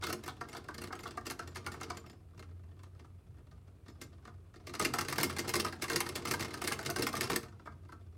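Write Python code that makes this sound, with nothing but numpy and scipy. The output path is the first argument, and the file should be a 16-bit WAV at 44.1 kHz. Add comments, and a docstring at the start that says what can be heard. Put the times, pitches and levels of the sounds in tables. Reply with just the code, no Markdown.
"""Hand-cranked plastic brick mechanism.

On a wooden table in a small room, a lever and a sliding rack clack against their stops: lightly, then
a few slow ticks, then hard and fast. Each hard turn kicks the rack along its guide into its stop and
the loose lever falls back a few times. Blows thump the frame on the table, sliding parts scrape and
creak, a loose pin tinkles. A low hum fills the room."""
import sys
import numpy as np
from scipy import signal
from scipy.fft import rfft, irfft, next_fast_len
from scipy.io import wavfile
from scipy.ndimage import uniform_filter1d

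SR = 44100
rng = np.random.default_rng(int(sys.argv[2]) if len(sys.argv) > 2 else 0)


def dump_mix(stems):
    """Bounce the given channels to the path in sys.argv[1] as a 16-bit WAV at rate SR."""
    frames = np.atleast_2d(stems).T  # one column per channel
    limited = np.clip(frames, -1, 1)  # hard clip at full scale
    pcm = np.round(limited * 32767).astype(np.int16)
    wavfile.write(sys.argv[1], SR, pcm)


N = 360297
RING_SAMPLES, CUTOFF_HZ, MEDIUM_DB = 8192, 16100, -45

# Rack throws: start_s, travel_s, kick_db, slam_db, thump_db
THROWS = [(.0672, 0.06, -40.5, -35, -36.5), (4.7963, 0.052, -33.5, -26, -33.5),
          (5.182, 0.05, -33, -24.5, -32), (5.538, 0.06, -32.5, -28.5, -35.5),
          (5.8986, 0.061, -35.5, -26, -34.5), (6.2521, .0587, -38.5, -29, -36.5),
          (6.6166, 0.058, -39, -29, -37.5), (6.9607, .062, -37.5, -30, -32),
          (7.2989, 0.061, -35, -27, -33.5)]
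# Where the rack catches: travel_fraction
CATCH_POINTS = [0.33, .55]
# Lever falling back on its stop: start_s, clack_db, snap_db
LEVER_FALLS = [(0.0232, -43, -48), (0.1003, -37.5, -40), (0.2779, -41, -43.5), (0.4098, -38, -47.5),
               (.53, -51, -46.5), (.548, -44, -52), (0.6848, -41, -51.5), (0.9042, -46, -83),
               (.926, -40, -44.5), (1.055, -40.5, -55), (1.1729, -37.5, -48), (1.309, -43.5, -40),
               (1.392, -40, -44), (1.5581, -46.5, -41.5), (1.664, -39, -39), (1.7403, -47, -51.5),
               (1.8113, -43, -44), (1.901, -37.5, -41.5), (2.0398, -57.5, -77), (2.3327, -69, -78),
               (2.4257, -59, -55), (2.8332, -58.5, -57.5), (3.0446, -58.5, -66), (4.252, -54, -57),
               (4.2744, -52, -57), (4.5397, -59, -60), (4.737, -44, -43), (4.9378, -33, -33),
               (4.9857, -32.5, -31.5), (5.01, -37.5, -33.5), (5.125, -37.5, -33), (5.2965, -40.5, -39.5),
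               (5.365, -44.5, -39), (5.4446, -50.5, -56), (5.6473, -33.5, -35), (5.6643, -43, -42.5),
               (5.725, -45.5, -45), (5.8405, -40.5, -36), (6.004, -35, -28.5), (6.064, -43, -40),
               (6.3374, -34, -35), (6.3952, -43, -39.5), (6.5403, -43, -40.5), (6.714, -38.5, -50),
               (6.79, -40, -41), (6.8907, -39.5, -54), (7.0673, -34.5, -30.5), (7.137, -37.5, -48),
               (7.1668, -42.5, -35.5), (7.24, -42.5, -38), (7.4545, -55.5, -63), (7.5238, -62.5, -69),
               (7.595, -56.5, -66), (7.6569, -52, -60.5), (7.6714, -44.5, -62.5), (7.8887, -55.5, -64),
               (7.9217, -49.5, -57.5)]
# Rack clicking on its guide: start_s, level_db
RACK_CLICKS = [(0.0369, -37.5), (0.2603, -46.5), (0.5676, -45.5), (0.7812, -44.5), (0.8176, -44.5),
               (0.8383, -43), (1.0337, -46.5), (1.0769, -47.5), (1.1086, -49), (1.2663, -38.5),
               (1.3001, -38), (1.5676, -45), (1.832, -41.5), (2.1293, -64.5), (2.3767, -60.5),
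               (2.3939, -52), (2.7915, -64.5), (2.9497, -71), (2.994, -59.5), (3.3831, -68), (3.469, -70),
               (3.5133, -64.5), (3.861, -64), (3.8966, -63), (4.559, -57), (4.6699, -43.5), (4.6937, -49.5),
               (4.7511, -40.5), (5.084, -34), (5.1577, -41.5), (5.389, -33.5), (5.48, -38.5), (5.492, -33),
               (5.5548, -29), (5.8216, -32), (5.882, -40.5), (6.0899, -37.5), (6.1543, -34), (6.1757, -45),
               (6.4054, -37.5), (6.4247, -37.5), (6.5068, -45.5), (6.7209, -31.5), (6.85, -44),
               (6.8607, -32.5), (6.9005, -33.5), (7.209, -28), (7.431, -48.5)]
# Pin flicks: start_s, level_db
TINKLES = [(0.2368, -60), (.487, -63.5), (0.7427, -61), (0.991, -62), (1.2559, -60.5), (1.475, -63),
           (1.548, -67), (1.718, -60.5), (1.971, -59), (2.063, -69), (2.0976, -68), (3.882, -68.5),
           (4.0145, -57)]
# Rack stick-slip: start_s, length_s, slip_rate_hz, level_db
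CREAKS = [(.022, 0.036, 640, -39.5), (0.278, 0.033, 420, -47.5), (0.54, 0.05, 550, -52),
          (1.055, 0.03, 530, -50)]
# Crank effort as friction level: time_s, effort_db
EFFORT = [(0, -57.5), (.6, -57), (.93, -54.5), (1.2, -61), (1.95, -54), (2.18, -67.5), (2.9, -65),
          (3.3, -67), (3.8, -66), (4.05, -62.5), (4.55, -66.5), (4.95, -47), (5.55, -45), (5.76, -53.5),
          (6.4, -44), (6.75, -51.5), (7.25, -44), (7.5, -62.5), (8.17, -67)]
# Lever taking up its play: effort_db, delay_s
LEVER_PLAY = [(-56.5, 0.001967), (-48, .001)]
# Loose parts settling at low effort: effort_db, gain_db
SETTLING = [(-74.5, -13.5), (-62, -0.5)]

# Modes of frame, lever, hollow bricks, pin: freq_hz, level_db, t60_s, gain_db_per_force_db
FRAME_MODES = [(135, -3, 0.2, 0.06), (159, -7, 0.15, -0.36), (212.6, -7, 0.28, -0.22),
               (232.5, -7.5, 0.38, -0.05), (266.5, -4.5, 0.23, 0), (305, 0.5, 0.15, 0.02),
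               (352.2, 2, 0.16, 0.5), (402, -4, 0.14, 0.35), (460.3, -3, 0.18, 0.48), (545, -2.5, 0.059, 0),
               (622.6, -2, 0.089, 0.23)]
LEVER_MODES = [(711, -10.5, 0.055, -0.18), (832, -6, 0.021, 0), (991.5, -9, 0.036, 0), (1183, -1, 0.021, 0),
               (1216, -1, 0.026, 0), (1320, -2.5, 0.022, 0.25), (1457, -5, 0.015, 0),
               (1554, -6.5, 0.027, 0.14), (1638, -9.5, 0.015, 0), (1890, -8, 0.014, 0.24),
               (2140, -21, 0.032, 0.35)]
BRICK_MODES = [(1820, 6, 0.031, -0.39), (2126, 1, 0.062, -0.19), (2730, -2, 0.046, -0.15),
               (3444, -7.5, 0.048, -1), (4225, 0.5, 0.024, 0), (4600, 0.5, 0.01, 0.5),
               (4885, -7.5, 0.029, 0.5), (5380, -17.5, 0.038, 1.16), (6090, -12, 0.024, 1),
               (6570, -15, 0.076, 0), (7890, -5, 0.028, 0), (9190, 4, 0.012, 0), (11020, -6.5, 0.013, 0.5)]
PIN_MODES = [(4400, -5, 0.12, 16), (5200, -26, .28, 8), (7100, 13, 0.15, 14), (13020, 11, 0.092, 14)]
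# Spectra of brick contact, stick-slip, sliding, axle, room noise: freq_hz, gain_db
SNAP_SPECTRUM = [(200, -14.5), (700, -4.5), (1500, 3), (2100, 6), (2450, 5), (2800, 4), (3400, 2),
                 (4800, 5.5), (6900, -2), (9200, -5), (10500, -8.5), (13200, -10.5), (16000, -16)]
CREAK_SPECTRUM = [(500, -13), (1250, 14), (1800, -6), (2400, -19), (3400, 7.5), (5000, -3), (6500, -11),
                  (12000, -20)]
SCRAPE_SPECTRUM = [(60, -1.5), (200, 10.5), (350, 8), (550, 3.5), (1250, 2), (2100, -9), (3400, -9.5),
                   (4900, -11), (9000, -20.5), (16000, -45.5)]
RUMBLE_SPECTRUM = [(60, -35), (130, 17), (180, -3.5), (220, -3), (300, 2), (400, 8), (470, -6),
                   (560, -26.5), (900, -41), (3000, -58.5)]
AIR_SPECTRUM = [(15, -60.5), (30, -18), (55, -1.5), (85, 5), (125, -2), (175, -11), (260, -24),
                (400, -21.5), (650, -28.5), (1300, -48), (2400, -37), (5000, -52), (9000, -43.5),
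                (16000, -52)]

# Axle rumble and rattle against effort: at_medium_db, slope_db_per_db
RUMBLE_LAW = (-51.5, 0.71)
RATTLE_LAW = (-40, 1.47)
# Frame, lever and treble response against knock level: at_medium_db, slope_db_per_db
CLICK_THUMP_LAW, CLICK_CLACK_LAW = (-47, 0.58), (-53, 0.64)
FALL_THUMP_LAW, TREBLE_LAW = (-49.5, 0.74), (-3, 0.31)

# Room decay: freq_hz, t60_s
ROOM_DECAY = [(120, 1), (400, 0.28), (1100, 0.22), (2800, 0.23), (7000, 0.24), (15000, 0.17)]
# Room hum: time_s, level_db
HUM_LEVEL = [(0, -51), (.7, -61), (1.6, -51), (2.2, -58.5), (2.65, -48.5), (3.3, -56), (4.3, -56.5),
             (5.4, -51), (5.9, -54), (6.8, -51), (7.7, -54), (8.17, -51)]


def knocks(treble_spread_db=4, rebound_s=.0065, rebound_db=-11):
    """Each contact snaps, rebounds, rings lever and bricks and thumps the frame on the table."""
    blows = [throws(), lever_falls(), click(*np.transpose(RACK_CLICKS)), pin_flicks(), rattle()]
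    start_s, thump_db, clack_db, snap_db = np.hstack(blows)
    treble_db = follow(TREBLE_LAW, snap_db) + treble_spread_db * rng.uniform(-1.26, 1, len(start_s))
    lever = bounce(ring(LEVER_MODES, clack_db, spread_db=4, rise_s=.003, detune=.065))
    frame = ring(FRAME_MODES, thump_db, spread_db=4, rise_s=.004, detune=.025)
    bricks = bounce(ring(BRICK_MODES, snap_db, spread_db=6.5, rise_s=.0012, detune=.008))
    snap = place(start_s, at_level(snaps(treble_db), snap_db - 5.5)) + run_up(start_s, snap_db)
    again_s = start_s + rebound_s * (.5 + rng.random(len(start_s)))
    snap += place(again_s, at_level(snaps(treble_db), snap_db + rebound_db))
    snap += place(start_s, at_level(bricks, snap_db - 7))
    clack = place(start_s + lookup(LEVER_PLAY, effort(start_s)), at_level(lever, clack_db))
    thump = place(start_s, at_level(frame, thump_db))
    room_send = amp(-4.5) * snap + amp(1.5) * clack + amp(-5) * thump
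    return snap + clack + thump + room(room_send, tail_db=-6)


def throws(catch_jitter=.06):
    """The lever kicks the rack, which catches on the way and slams into its stop."""
    start_s, travel_s, kick_db, slam_db, thump_db = np.transpose(THROWS)
    kick = np.array([start_s, thump_db - 5, kick_db, kick_db + 2])
    blows = [kick, click(start_s + travel_s, slam_db, thump_db)]
    for fraction in CATCH_POINTS:
        catch_s = start_s + travel_s * (fraction + catch_jitter * rng.standard_normal(len(start_s)))
        blows.append(click(catch_s, slam_db - 10, thump_db - 4))
    return np.hstack(blows)


def lever_falls():
    """The loose lever hits its stop and jolts the frame."""
    start_s, clack_db, snap_db = np.transpose(LEVER_FALLS)
    return np.array([start_s, follow(FALL_THUMP_LAW, clack_db), clack_db, snap_db])


def click(start_s, snap_db, thump_db=None):
    """Hard contact jolting frame and lever. 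Rows: start_s, thump_db, clack_db, snap_db."""
    if thump_db is None:
        thump_db = follow(CLICK_THUMP_LAW, snap_db)
    return np.array([start_s, thump_db, follow(CLICK_CLACK_LAW, snap_db), snap_db])


def snaps(treble_db, crack_s=0.0024, chatter_s=0.01, chatter_db=-6, chatter_top_hz=7500, size=2048):
    """Edges crack together, then neighbouring bricks give a brief, duller chatter."""
    t, count = np.arange(size) / SR, len(treble_db)
    roughness = np.exp(.3 * unit_rms(uniform_filter1d(rng.standard_normal((count, size)), 90)))
    crack, chatter = rng.standard_normal((2, count, size)) * roughness
    crack *= np.exp(-t / crack_s) * (1 - np.exp(-t / 0.00043))
    chatter *= amp(chatter_db) * np.exp(-t / chatter_s) * (1 - np.exp(-t / 0.0023))
    chatter = signal.lfilter(*signal.butter(1, chatter_top_hz, fs=SR), chatter)
    return contact_filter(crack, treble_db) + contact_filter(chatter, treble_db)


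def contact_filter(x, treble_db):
    """Each contact point has its own resonances and treble; minimum phase."""
    hz = abs(np.fft.fftfreq(x.shape[-1], 1 / SR))
    knots_hz = np.linspace(0, np.sqrt(SR / 2), num=80) ** 2
    knots_db = rng.uniform(-6, 6, (len(x), len(knots_hz)))
    knots_db += 8 * uniform_filter1d(rng.standard_normal(knots_db.shape), 9)
    resonance_db = np.array([np.interp(hz, knots_hz, row) for row in knots_db])
    shelf_db = (treble_db[:, None] + 7.5) * np.interp(hz, [5500, 10000], [0, 1])
    log_gain = np.log(amp(lookup_hz(SNAP_SPECTRUM, hz) + resonance_db + shelf_db))
    return np.fft.ifft(np.fft.fft(x) * np.exp(np.conj(signal.hilbert(log_gain)))).real


def ring(modes, force_db, spread_db, rise_s, detune):
    """Damped modes, one row a blow; each blow lands elsewhere and excites them differently."""
    t = np.arange(RING_SAMPLES) / SR
    out = np.zeros((len(force_db), RING_SAMPLES))
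    excess_db = np.clip(force_db - np.median(force_db), -12, 12)[:, None]
    for hz, level_db, t60_s, growth in modes:
        age_s = t[t < t60_s]
        strength, shift, phase = rng.uniform(-1.034, 1, (len(force_db), 3)).T[:, :, None]
        angle = 2 * np.pi * hz * (1 + detune * shift) * age_s + np.pi * phase
        gain = amp(level_db + growth * excess_db + spread_db * strength)
        out[:, :len(age_s)] += gain * np.sin(angle) * amp(-60 * age_s / t60_s)
    fade_out = np.minimum(1, 10 * (1 - t / t[-1]))
    return out * (1 - np.exp(-t / rise_s)) * fade_out


def bounce(sounds):
    """A loose part meets its stop twice, 1-5 ms apart."""
    lags_s, gains = rng.uniform([.001, .3], [.005, .9], (len(sounds), 2)).T
    return np.array([row + gain * np.r_[np.zeros(round(lag_s * SR)), row][:RING_SAMPLES]
                     for row, lag_s, gain in zip(sounds, lags_s, gains)])


def run_up(start_s, snap_db, lead_s=0.0031, lead_db=-11):
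    """Parts scrape just before they hit their stop."""
    ahead_s = np.arange(RING_SAMPLES)[::-1] / SR
    swells = amp(snap_db + lead_db)[:, None] * np.exp(-ahead_s / lead_s)
    scrape = unit_rms(shaped(rng.standard_normal(N), SNAP_SPECTRUM))
    return place(start_s - RING_SAMPLES / SR, swells) * scrape


def rattle(count=200, spread_db=5):
    """Loose parts click at random, louder with effort."""
    start_s = (np.arange(count) + rng.random(count)) / count * N / SR
    effort_db = effort(start_s)
    level_db = follow(RATTLE_LAW, effort_db) + lookup(SETTLING, effort_db)
    return click(start_s, level_db + spread_db * rng.uniform(-2.4, 1, count))


def creaks(slip_spread_db=4):
    """The rack sticks and slips; uneven slips fuse into a hoarse chirp."""
    t = np.arange(RING_SAMPLES) / SR
    bursts = []
    for _, length_s, rate_hz, level_db in CREAKS:
        drift = .22 * unit_rms(uniform_filter1d(rng.standard_normal(RING_SAMPLES), 120))
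        slip_count = np.floor(np.cumsum(rate_hz * (1 + drift)) / SR)
        slips = np.diff(slip_count, prepend=0) * amp(slip_spread_db * rng.standard_normal(RING_SAMPLES))
        envelope = np.sin(np.pi * np.minimum(t / length_s, 1))
        bursts.append(amp(level_db + 2) * unit_rms(slips - slips.mean()) * envelope)
    chirps = shaped(place(np.transpose(CREAKS)[0], bursts), CREAK_SPECTRUM)
    return chirps + room(chirps, tail_db=-7)


def pin_flicks(flick_db=13.5, body_db=-1):
    """Light clicks that set the pin ringing."""
    start_s, level_db = np.transpose(TINKLES)
    _, thump_db, clack_db, snap_db = click(start_s, level_db + flick_db)
    return np.array([start_s, thump_db + body_db, clack_db + body_db, snap_db])


def pin_tinkles(wobble_hz=38):
    """The flicked pin rings on, wobbling in its hole."""
    start_s, level_db = np.transpose(TINKLES)
    turns = wobble_hz * rng.uniform(.7, 1.4, (len(start_s), 1)) * np.arange(RING_SAMPLES) / SR
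    pin = sum(ring(PIN_MODES, level_db, spread_db=5, rise_s=.003, detune=.011) for _ in range(3))
    return place(start_s, at_level(pin * (1 + np.cos(2 * np.pi * turns)), level_db + 2.5))


def friction(ticks_per_s=300, spread_db=6.5, tick_decay_s=0.01):
    """Sliding parts scrape, rougher with effort; the axle rumbles through the frame."""
    t = np.arange(N) / SR
    effort_db = effort(t)
    rack_scrape, rack_rumble = rack_slide(t)
    ticks = (rng.random(N) < ticks_per_s / SR) * amp(spread_db * np.minimum(rng.exponential(1, N), 3))
    flutter = unit_rms(signal.lfilter([1], [1, -np.exp(-1 / (tick_decay_s * SR))], ticks))
    catching = np.interp(effort_db, [-68, -52], [.3, 1])
    drive = (catching * flutter + amp(-4)) * rng.standard_normal(N)
    scrape = unit_rms(shaped(drive, SCRAPE_SPECTRUM)) * np.hypot(amp(effort_db), rack_scrape)
    axle_gain = amp(follow(RUMBLE_LAW, effort_db))
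    rumble = unit_rms(shaped(drive, RUMBLE_SPECTRUM)) * np.hypot(axle_gain, rack_rumble)
    return amp(-6) * scrape + amp(-5) * rumble


def rack_slide(t, scrape_db=-14.5, rumble_db=-15.5, fade_s=0.031):
    """Scrape and rumble gains of the thrown rack: held in travel, fading after the slam."""
    start_s, travel_s, _, slam_db, thump_db = np.transpose(THROWS)[:, :, None]
    moving = (t > start_s) * np.exp(-np.maximum(t - start_s - travel_s, 0) / fade_s)
    return (amp(slam_db + scrape_db) * moving).sum(0), (amp(thump_db + rumble_db) * moving).sum(0)


def effort(time_s, hush_db=-7, hush_s=0.025):
    """Friction level in dB; parts press tight and fall quiet just before a throw."""
    ahead_s = np.transpose(THROWS)[0][:, None] - time_s
    pressed = ((ahead_s > 0) * np.exp(-(ahead_s / hush_s) ** 2)).sum(0)
    return lookup(EFFORT, time_s) + hush_db * pressed


def room(x, tail_db, build_s=0.0011, echoes_per_s=8000, paths=5):
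    """Table and wall reflections; the paths change as hands and parts move."""
    size, t = SR * 3 // 5, np.arange(N) / SR
    out = np.zeros(N)
    for k in range(paths):
        taps = rng.choice([-1., 1.], size) * (rng.random(size) < echoes_per_s / SR)
        hz, age_s, bands = signal.stft(taps, SR, nperseg=256)
        decay = amp(-60 * age_s / lookup_hz(ROOM_DECAY, hz)[:, None])
        onset = 1 - np.exp(-age_s / build_s)
        near_surfaces = 1 + 0.28 * np.exp(-age_s / 0.014)
        tail = signal.istft(bands * decay * onset * near_surfaces, SR, nperseg=256)[1]
        share = np.sqrt(2 / paths) * np.cos(2 * np.pi * ((2 + 1.3 * k) * t + rng.random()))
        out += signal.oaconvolve(x * share, tail / np.linalg.norm(tail))[:N]
    return amp(tail_db) * out


def background(air_db=-57, hum_hz=89.7, wander_hz=2.19, swell_depth=0.24):
    """Soft room noise and a low hum wavering in pitch and level."""
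    slow_spectrum = [(0, 0), (5, 0), (12, -30), (40, -120)]  # freq_hz, gain_db
    wander, swell = (unit_rms(shaped(rng.standard_normal(N), slow_spectrum)) for _ in range(2))
    phase = 2 * np.pi * np.cumsum(hum_hz + wander_hz * wander) / SR
    hum = unit_rms((1 + swell_depth * swell) * np.sin(phase))
    air = unit_rms(shaped(rng.standard_normal(N), AIR_SPECTRUM))
    return amp(air_db) * air + amp(lookup(HUM_LEVEL, np.arange(N) / SR) - 2) * hum


def amp(db):
    """dB to gain."""
    return 10 ** (np.asarray(db) / 20)


def unit_rms(x):
    """Each row at rms 1."""
    return x / np.sqrt(np.mean(x ** 2, axis=-1, keepdims=True) + 1e-20)


def at_level(sounds, level_db):
    """Each row gets the energy of 10 ms at its level."""
    rms_10ms = np.sqrt(np.sum(sounds ** 2, axis=1) / (SR / 100) + 1e-20)
    return sounds * (amp(level_db) / rms_10ms)[:, None]


def follow(law, force_db):
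    """Straight line in dB about MEDIUM_DB."""
    return law[0] + law[1] * (force_db - MEDIUM_DB)


def lookup(table, x):
    """Linear interpolation."""
    return np.interp(x, *np.transpose(table))


def lookup_hz(table, hz):
    """Log-frequency interpolation."""
    knots_hz, values = np.transpose(table)
    return np.interp(np.log(hz + 1), np.log(knots_hz + 1), values)


def shaped(x, spectrum):
    """Zero-phase filter for a whole track."""
    size = next_fast_len(N, True)
    gain = amp(lookup_hz(spectrum, np.fft.rfftfreq(size, 1 / SR)))
    return irfft(rfft(x, size) * gain, size)[:N]


def place(starts_s, sounds):
    """Sums rows into one track at their start times."""
    track = np.zeros(N + 3 * RING_SAMPLES)
    for start_s, sound in zip(starts_s, sounds):
        first = max(round(start_s * SR) + RING_SAMPLES, 0)
        track[first:first + len(sound)] += sound
    return track[RING_SAMPLES:RING_SAMPLES + N]


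def scene():
    """Mechanism and room, mono."""
    return (knocks() + creaks() + pin_tinkles() + friction() + background())[None]


def record(dry):
    """Steep low-pass."""
    lowpass = signal.firwin(511, CUTOFF_HZ, window=("kaiser", 9), fs=SR)
    return signal.oaconvolve(dry, lowpass[None], "same")


dry = scene()
out = record(dry)
dump_mix(out)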